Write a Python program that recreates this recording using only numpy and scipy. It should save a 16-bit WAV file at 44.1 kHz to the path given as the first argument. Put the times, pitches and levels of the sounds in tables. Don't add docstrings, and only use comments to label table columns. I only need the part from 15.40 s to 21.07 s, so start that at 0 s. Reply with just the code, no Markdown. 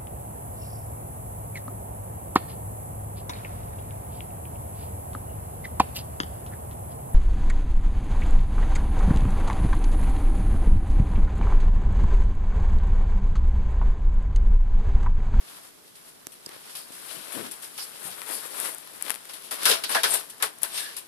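import sys
import numpy as np
from scipy import signal
from scipy.fft import rfft, irfft
from scipy.io import wavfile

SR = 44100
rng = np.random.default_rng(int(sys.argv[2]) if len(sys.argv) > 2 else 0)


def dump_mix(stems):
    frames = np.atleast_2d(stems).T
    limited = np.clip(frames, -1, 1)
    pcm = np.round(limited * 32767).astype(np.int16)
    wavfile.write(sys.argv[1], SR, pcm)


N = 250047


def from_db(db):
    return 10 ** (np.asarray(db) / 20)


def unit_rms(x):
    return x / np.sqrt(np.mean(x ** 2, axis=-1, keepdims=True) + 1e-20)


def colour(x, spectrum):
    size = 4096
    hz, db = np.transpose(spectrum)
    grid = np.maximum(np.arange(size // 2 + 1), .5) * SR / size
    cepstrum = irfft(np.interp(np.log(grid), np.log(hz), db) * np.log(10) / 20)
    cepstrum[1:size // 2] *= 2
    cepstrum[size // 2 + 1:] = 0
    impulse_response = irfft(np.exp(rfft(cepstrum)))
    return signal.fftconvolve(x, np.atleast_2d(impulse_response), axes=-1)[:, :N]


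def pan_gains(db, pan_db):
    return 2 * from_db(db) / np.sqrt(1 + from_db(2 * np.multiply.outer([-1, 1], pan_db)))


def drift(rate_hz):
    r = np.exp(-2 * np.pi * rate_hz / SR)
    return unit_rms(signal.lfilter([1], [1, -2 * r, r * r], rng.standard_normal(N + SR))[SR:])


# frequency in Hz, relative level in dB.
ROOM_SPECTRUM = [(25, 22.5), (60, 1), (150, 11), (400, 9), (1000, -2.5), (3000, -15), (6000, -6.5),
                 (14000, -5.5)]


def room_tone(level_db=-52.5):
    return from_db(level_db) * unit_rms(colour(rng.standard_normal((2, N)), ROOM_SPECTRUM))


# start in seconds, level in dB, pan in dB, pitch in Hz.
TRAY_KNOCKS = [(0.87, -30.5, 21, 300), (1.068, -31, 16, 380), (1.093, -33.5, 12, 400),
               (1.164, -36, 13, 450), (1.505, -37.5, 12, 300), (2.654, -36, 16, 250)]


def knocks():
    out, t = np.zeros((2, N)), np.arange(900) / SR
    for start, db, pan_db, hz in TRAY_KNOCKS:
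        at = round(start * SR)
        push = np.sin(2 * np.pi * hz * t) * from_db(-60 * t * hz / 4.4)
        out[:, at:at + len(t)] += push * pan_gains(db, pan_db)[:, None] * [[1], [-1]]
    return out


# start in seconds,
# nominal length in seconds, centre in Hz, nominal width in Hz, level in dB, pan in dB.
NOISE_BANDS = [(1.061, 0.0037, 5040, 1500, -37.5, -10), (1.062, 0.004, 8100, 1200, -38.5, -4),
               (1.35, 0.13, 4650, 1200, -56.5, -5), (1.745, 0.069, 236.5, 200, -49, 19),
               (1.94, .11, 240.4, 168, -38.5, 24), (1.943, .09, 451.7, 350, -39.5, 20),
               (2.061, 0.051, 302, 250, -46, 13), (1.997, .03, 125, 80, -53, 32),
               (2.388, 0.06, 4890, 1300, -44, -7), (2.641, .078, 144.5, 99, -51, 15),
               (2.66, 0.05, 793, 400, -49, -7), (2.81, 0.04, 1793, 1500, -48, 12),
               (2.904, 0.1, 4870, 900, -50, -17), (4.254, 0.045, 1457, 490, -27.5, 6),
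               (4.291, 0.062, 496.3, 294, -33, 10), (4.307, 0.026, 3435, 700, -32, 2),
               (4.444, 0.041, 4200, 1600, -39.5, -3), (4.119, 0.031, 330, 200, -52, 5),
               (4.453, 0.024, 298, 150, -49.5, 1), (4.49, 0.022, 9260, 500, -36, 16),
               (4.55, 0.033, 689, 290, -31, -2), (4.553, 0.045, 1720, 300, -29.5, -3),
               (4.64, 0.034, 1568, 500, -28.5, 1), (4.697, 0.078, 8700, 1600, -31, 14),
               (4.729, 0.06, 660, 150, -39.5, -7), (5.325, 0.12, 8690, 900, -43, 18),
               (5.35, 0.12, 3660, 500, -47, -3), (5.387, 0.14, 1724, 200, -46.5, 1)]


def scrapes_thumps_pings():
    out = np.zeros((2, N))
    for start, length_s, hz, width_hz, db, pan_db in NOISE_BANDS:
        t = np.arange(round(min(1.28 * length_s, .2) * SR)) / SR
        noise = rng.standard_normal((2, 2, SR // 4))
        r = np.exp(-np.pi * width_hz / SR)
        flutter = unit_rms(signal.lfilter([1], [1, -2 * r, r * r], noise)[..., 2000:2000 + len(t)])
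        band = flutter[0] * np.cos(2 * np.pi * hz * t) + flutter[1] * np.sin(2 * np.pi * hz * t)
        swell = np.sin(np.pi * np.sqrt(t / t[-1])) ** 1.07
        at = round(start * SR)
        out[:, at:at + len(t)] += band * swell * pan_gains(db, pan_db)[:, None]
    low_cut = signal.butter(4, 110, "high", fs=SR, output="sos")
    return signal.sosfilt(low_cut, out)


# frequency in Hz, gain in dB.
CLAW_SPECTRUM = [(3000, -52), (6000, -3), (8000, 2), (11000, 4), (14500, -4.5)]
DULL_TICK_SPECTRUM = [(150, -24), (700, -1), (2200, 3.5), (4500, -4), (6500, -6.5), (9000, -20)]
# start in seconds, level before EQ in dB, base pan in dB, dullness from 0 to 1.
DRY_TICKS = [(0.8688, -12.5, -28, 0.08), (1.061, -24.5, -13, 0), (1.0912, -25, -11, 0.44),
             (1.351, -26.5, 9, 0.8), (1.9214, -23.5, 15.5, 0.8), (2.011, -24, 12, 0.6),
             (2.651, -24, 16, 0.2), (2.714, -27, 12, 0.2), (2.8173, -16.5, 20, 0.74), (3.2005, -12, 20, 0),
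             (3.256, -15.5, 18, 1), (3.347, -19.5, 15, 0.05), (3.3832, -23, 16, 0), (3.4298, -31.5, 12, 1),
             (3.474, -28, 12, 0.3), (3.6122, -21.5, 14, 0.8), (3.624, -10.5, 31, 0.05),
             (3.653, -26, 11.0, 0.2), (3.6644, -19, 16, 0.9), (3.68, -24, 22, 0.87), (3.6824, -17, 16, 0.8),
             (3.6964, -10.5, 22.5, 0.5), (3.7039, 1.5, 33, 0.46), (3.7082, -23, 19.5, 0.4),
             (3.7145, -14.5, 24.5, 0.3), (3.7194, -22, 14.5, 0.4), (3.7422, -19, 18.5, 0.6),
             (3.7504, -20.5, 15, 0.3), (3.7577, -20.5, 15, 0.65), (3.854, -27, 13, 0.35),
             (4.0213, -30, 8.0, 0), (4.2326, -13, 10, 0.3), (4.256, -5, 2, 0), (4.3158, -7, 10, 0.3),
             (4.4367, -32, -17, 0.3), (4.6328, -6, 15, 0.18), (4.9821, -33, 10, 0.2), (5.025, -5, 14, 0.05),
             (5.1856, -29, 9.5, 0), (5.2318, 7.5, 26, 0), (5.5675, -20, 16, 0)]


def ticks():
    bright, dull = np.zeros((2, 2, N))
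    t = np.arange(200) / SR
    for start, db, pan_db, dullness in DRY_TICKS:
        pulse = from_db(-25) * rng.standard_normal((2, len(t))) * from_db(-60 * t / .008)
        pulse[:, 0] = 1
        at = round((start + 0.00072) * SR)
        bright[:, at:at + len(t)] += np.sqrt(1 - dullness) * pulse * pan_gains(db, pan_db + 9)[:, None]
        dull[:, at:at + len(t)] += np.sqrt(dullness) * pulse * pan_gains(db, pan_db)[:, None]
    return from_db(5) * colour(bright, CLAW_SPECTRUM) + from_db(8) * colour(dull, DULL_TICK_SPECTRUM)


def part_gains(claw_db, wire_db, tray_db, pan_db, cloth_offset_db=-3.5):
    claw_pan_db = 12.5 + 0.55 * pan_db + 0.38 * (claw_db + 19)
    cloth_db = 0.96 * (tray_db + cloth_offset_db + 50) - 50
    return np.array([pan_gains(claw_db, claw_pan_db), pan_gains(wire_db, 0.47 * pan_db + 1.5),
                     pan_gains(tray_db, pan_db), pan_gains(cloth_db, pan_db + 4)])


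# time in seconds, claw level in dB, base pan in dB.
BEDDING_STIR = [(0, -53.5, -2), (.4, -59, -5.5), (1.0, -56.5, -4), (1.47, -53.5, 1), (1.56, -48.5, 1.5),
                (2.3, -52, 1), (3.0, -45, 9), (3.45, -50.5, 3), (4.1, -51, -0.5), (4.6, -44.5, 3),
                (4.95, -54, 2), (5.67, -55.5, -3)]


def stirring(below_claws_db=5.5):
    times, levels, pans = np.transpose(BEDDING_STIR)
    t = np.arange(N) / SR
    claw_db, pan_db = np.interp(t, times, levels), np.interp(t, times, pans)
    return part_gains(claw_db, claw_db - below_claws_db, claw_db - below_claws_db, pan_db) ** 2


# peak time, rise and fall in seconds, claw, wire and tray levels in dB,
# base pan in dB.
BODY_SHUFFLES = [(.10, 0.049, 0.084, -50, -52.5, -55.5, 0), (.17, .04, 0.044, -49, -55.5, -54.5, -1),
                 (.25, .04, 0.063, -50.5, -57.5, -57, -0.5), (.48, .05, 0.036, -57, -64, -74, 0),
                 (.685, 0.071, 0.042, -50.5, -59.5, -62, -3), (1.14, 0.098, 0.076, -52.5, -54.5, -53, 1.5),
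                 (1.30, 0.1, 0.17, -48, -51.5, -54, -2.5), (1.41, 0.058, 0.037, -45.5, -63, -57, 1),
                 (1.715, 0.081, 0.21, -44, -45.5, -52, 27), (1.98, 0.13, 0.1, -43, -45.5, -44.5, 15),
                 (2.065, 0.051, 0.034, -44.5, -47.5, -48.5, -1),
                 (2.25, 0.039, 0.036, -41.5, -50.5, -53, -1), (2.43, 0.088, .06, -39, -50, -63, -3),
                 (2.56, .03, .03, -51, -50.5, -63, 1), (2.655, 0.058, 0.07, -38.5, -49, -49, 6),
                 (2.73, 0.086, 0.044, -51, -48, -53, 5), (2.79, 0.027, 0.043, -44, -55, -50, 10),
                 (2.90, 0.043, 0.053, -51, -43, -43, 28), (2.94, 0.073, 0.053, -32.5, -46.5, -46.5, 12),
                 (3.06, 0.079, 0.028, -42, -50, -48, 8), (3.19, 0.089, 0.073, -38, -44.5, -43.5, 6),
                 (3.254, 0.071, 0.077, -33.5, -41, -40.5, 7), (3.56, 0.024, 0.034, -48, -59, -53, 7),
                 (3.69, 0.074, 0.067, -41, -44, -44, 22), (4.05, 0.046, 0.095, -49.5, -52.5, -68, 10),
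                 (4.23, 0.066, .03, -50, -44, -41.5, 3), (4.30, 0.056, 0.052, -23.5, -26, -30.5, -2),
                 (4.525, 0.035, 0.046, -32, -34, -37, 2), (4.70, .04, 0.036, -32, -43, -44, 3),
                 (4.747, 0.069, 0.059, -30, -35, -36.5, 2.5), (5.37, .07, 0.086, -37.5, -38.5, -45, 2),
                 (5.49, 0.071, 0.12, -50, -48.5, -52, 1)]


def shuffles(drop_db=12, roundness=1.23):
    power = np.zeros((4, 2, N))
    now = np.arange(N) / SR
    for peak_s, rise_s, fall_s, claw_db, wire_db, tray_db, pan_db in BODY_SHUFFLES:
        at = round(peak_s * SR)
        near = slice(max(at - SR // 2, 0), at + SR // 2)
        t = now[near] - peak_s
        from_peak = np.where(t < 0, -t / rise_s, t / fall_s)
        swell = from_db(-drop_db * from_peak ** roundness)
        gains = part_gains(claw_db, wire_db, tray_db, pan_db)
        power[..., near] += (gains[..., None] * swell) ** 2
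    return power


# start in seconds, claw, wire and tray levels in dB, base pan in dB,
# seconds to fade by 60 dB.
CAGE_JOLTS = [(.552, -50.5, -57, -59, -2, 0.34), (.919, -46.5, -57, -76, 0, .24),
              (1.09, -58, -57, -61, 0, .3), (1.352, -35.5, -42.5, -51, 0, .24),
              (1.518, -45.5, -54.5, -57, -8, 0.83), (1.922, -38, -48, -48, 18, 0.31),
              (2.111, -38.5, -48, -47.5, -1, 0.25), (2.222, -41.5, -46, -50, 2, 0.27),
              (2.377, -41, -39.5, -41.5, 2, 0.24), (3.891, -43.5, -44.5, -47.5, 6, 0.23),
              (3.933, -43, -44.5, -49, 11, 0.31), (4.109, -32, -37, -36.5, 2.5, 0.34),
              (4.254, -20, -19, -26, 9, 0.14), (4.313, -41, -21.5, -28, 11, 0.22),
              (4.436, -31, -26.5, -36, 4, 0.097), (4.491, -39, -35, -30, 4, 0.13),
              (4.512, -44, -40, -52, 15, .2), (4.547, -31.5, -26, -22.5, 2.5, 0.22),
              (4.633, -26, -22.5, -25, 1, .21), (4.739, -20, -45, -56, -1, 0.09),
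              (4.898, -39, -49.5, -58, -2, 0.16), (4.999, -48, -49, -40, 0, 0.44),
              (5.023, -24, -26.5, -27, 2, .17), (5.217, -39.5, -49, -45.5, 9, 0.22),
              (5.23, -31, -36, -36.5, 3, 0.21), (5.375, -34.5, -33.5, -45.5, 3, 0.38),
              (5.565, -35, -42, -47, 3, 0.19)]


def jolts():
    power = np.zeros((4, 2, N))
    attack_s = np.array([.0006, .001, .003, .008])[:, None, None]
    for start, claw_db, wire_db, tray_db, pan_db, t60 in CAGE_JOLTS:
        at = round(start * SR)
        t = np.arange(min(SR // 2, N - at)) / SR
        envelope = from_db(-60 * t / t60) * (1 - np.exp(-t / attack_s))
        gains = part_gains(claw_db, wire_db, tray_db, pan_db, cloth_offset_db=-8.5)
        power[..., at:at + len(t)] += (gains[..., None] * envelope) ** 2
    return power


def crackle(gain, spectrum, per_s, spread_db, clump_db, shared):
    sizes = from_db(spread_db * np.minimum(rng.exponential(1, (3, N)), 5)) * rng.standard_normal((3, N))
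    grains = sizes * (rng.random((3, N)) < per_s / SR)
    slips = np.sqrt(shared) * grains[2] * [[1], [-1]] + np.sqrt(1 - shared) * grains[:2]
    slips *= from_db(clump_db * (drift(26) + drift(105)))
    return colour(gain * slips, spectrum) / colour(slips, spectrum).std(axis=1, keepdims=True)


# frequency in Hz, width in Hz, gain in dB.
CAGE_MODES = [(420, 35, 7), (661.5, 13.7, 9.5), (1024, 13.3, -21), (1510, 12, 3), (1750, 17, -22),
              (2410, 33, -8), (3210, 7.6, -5), (3590, 20, -4), (3770, 25, -13), (4050, 15, 0),
              (8550, 32, -2), (9400, 22, 3), (10240, 26, -6.5), (11000, 33, -3)]


def cage_ring(drive, wander_db=2.5):
    out = 0
    for k, (hz, width_hz, db) in enumerate(CAGE_MODES):
        r, angle = np.exp(-np.pi * width_hz / SR), 2 * np.pi * hz / SR
        zeros = (1 - r * r) / 2 * np.array([1, 0, -1])
        poles = [1, -2 * r * np.cos(angle), r * r]
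        strength = from_db(db + wander_db * drift(12))
        out = out + (-1) ** k * signal.lfilter(zeros, poles, strength * drive)
    return out


# frequency in Hz, relative dB.
WIRE_SPECTRUM = [(1000, -30.5), (2300, -2.5), (3500, 1), (5500, -3.5), (7000, -9.5), (14000, -32)]
TRAY_SPECTRUM = [(200, -36.5), (550, -4.5), (1000, 1), (1700, -0.5), (2500, -7.5), (5000, -34)]
CLOTH_SPECTRUM = [(40, -46), (120, -19.5), (240, -3.5), (350, -1), (550, -3), (1200, -23.5)]


def rustle():
    claw_gain, wire_gain, tray_gain, cloth_gain = np.sqrt(stirring() + shuffles() + jolts())
    wires = crackle(wire_gain, WIRE_SPECTRUM, per_s=12000, spread_db=-0.5, clump_db=0.64, shared=0.016)
    tray = crackle(tray_gain, TRAY_SPECTRUM, per_s=6000, spread_db=1.5, clump_db=1.0, shared=0.12)
    claws = crackle(claw_gain, CLAW_SPECTRUM, per_s=9000, spread_db=-0.5, clump_db=0.6, shared=0.049)
    scrabble = wires + tray + from_db(-2) * claws
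    ring = cage_ring(scrabble)
    cloth = crackle(cloth_gain, CLOTH_SPECTRUM, per_s=1500, spread_db=2.5, clump_db=0.5, shared=0.72)
    return scrabble + from_db(0.5) * ring + from_db(1) * cloth


def scene():
    return room_tone() + rustle() + scrapes_thumps_pings() + ticks() + knocks()


# frequency in Hz, gain in dB.
LEFT_MIC_EQ = [(100, -4), (1500, 1.5), (4000, 0), (5500, -1.5), (6300, -4.5), (7000, -1.5), (8200, 1.5),
               (10500, 7.5), (12500, 2.5), (14500, 1)]
RIGHT_MIC_EQ = [(100, -4.5), (1500, 0), (3800, 1), (5000, 4.5), (5700, 3), (6100, -0.5), (8000, -1.5),
                (10500, -6.5), (12500, -2.5), (14500, -5.5)]


def record(dry, clip_level=.72, low_cut_hz=70, treble_edge_hz=14650, stopband_hz=16657):
    heard = np.vstack([colour(dry[:1], LEFT_MIC_EQ), colour(dry[1:], RIGHT_MIC_EQ)])
    heard = np.clip(heard, -clip_level, clip_level)
    heard = signal.sosfilt(signal.butter(2, low_cut_hz, "high", fs=SR, output="sos"), heard)
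    heard = signal.sosfilt(signal.ellip(10, .5, 44, treble_edge_hz, fs=SR, output="sos"), heard)
    return signal.sosfilt(signal.cheby2(14, 70, stopband_hz, fs=SR, output="sos"), heard)


dry = scene()
out = record(dry)
dump_mix(out)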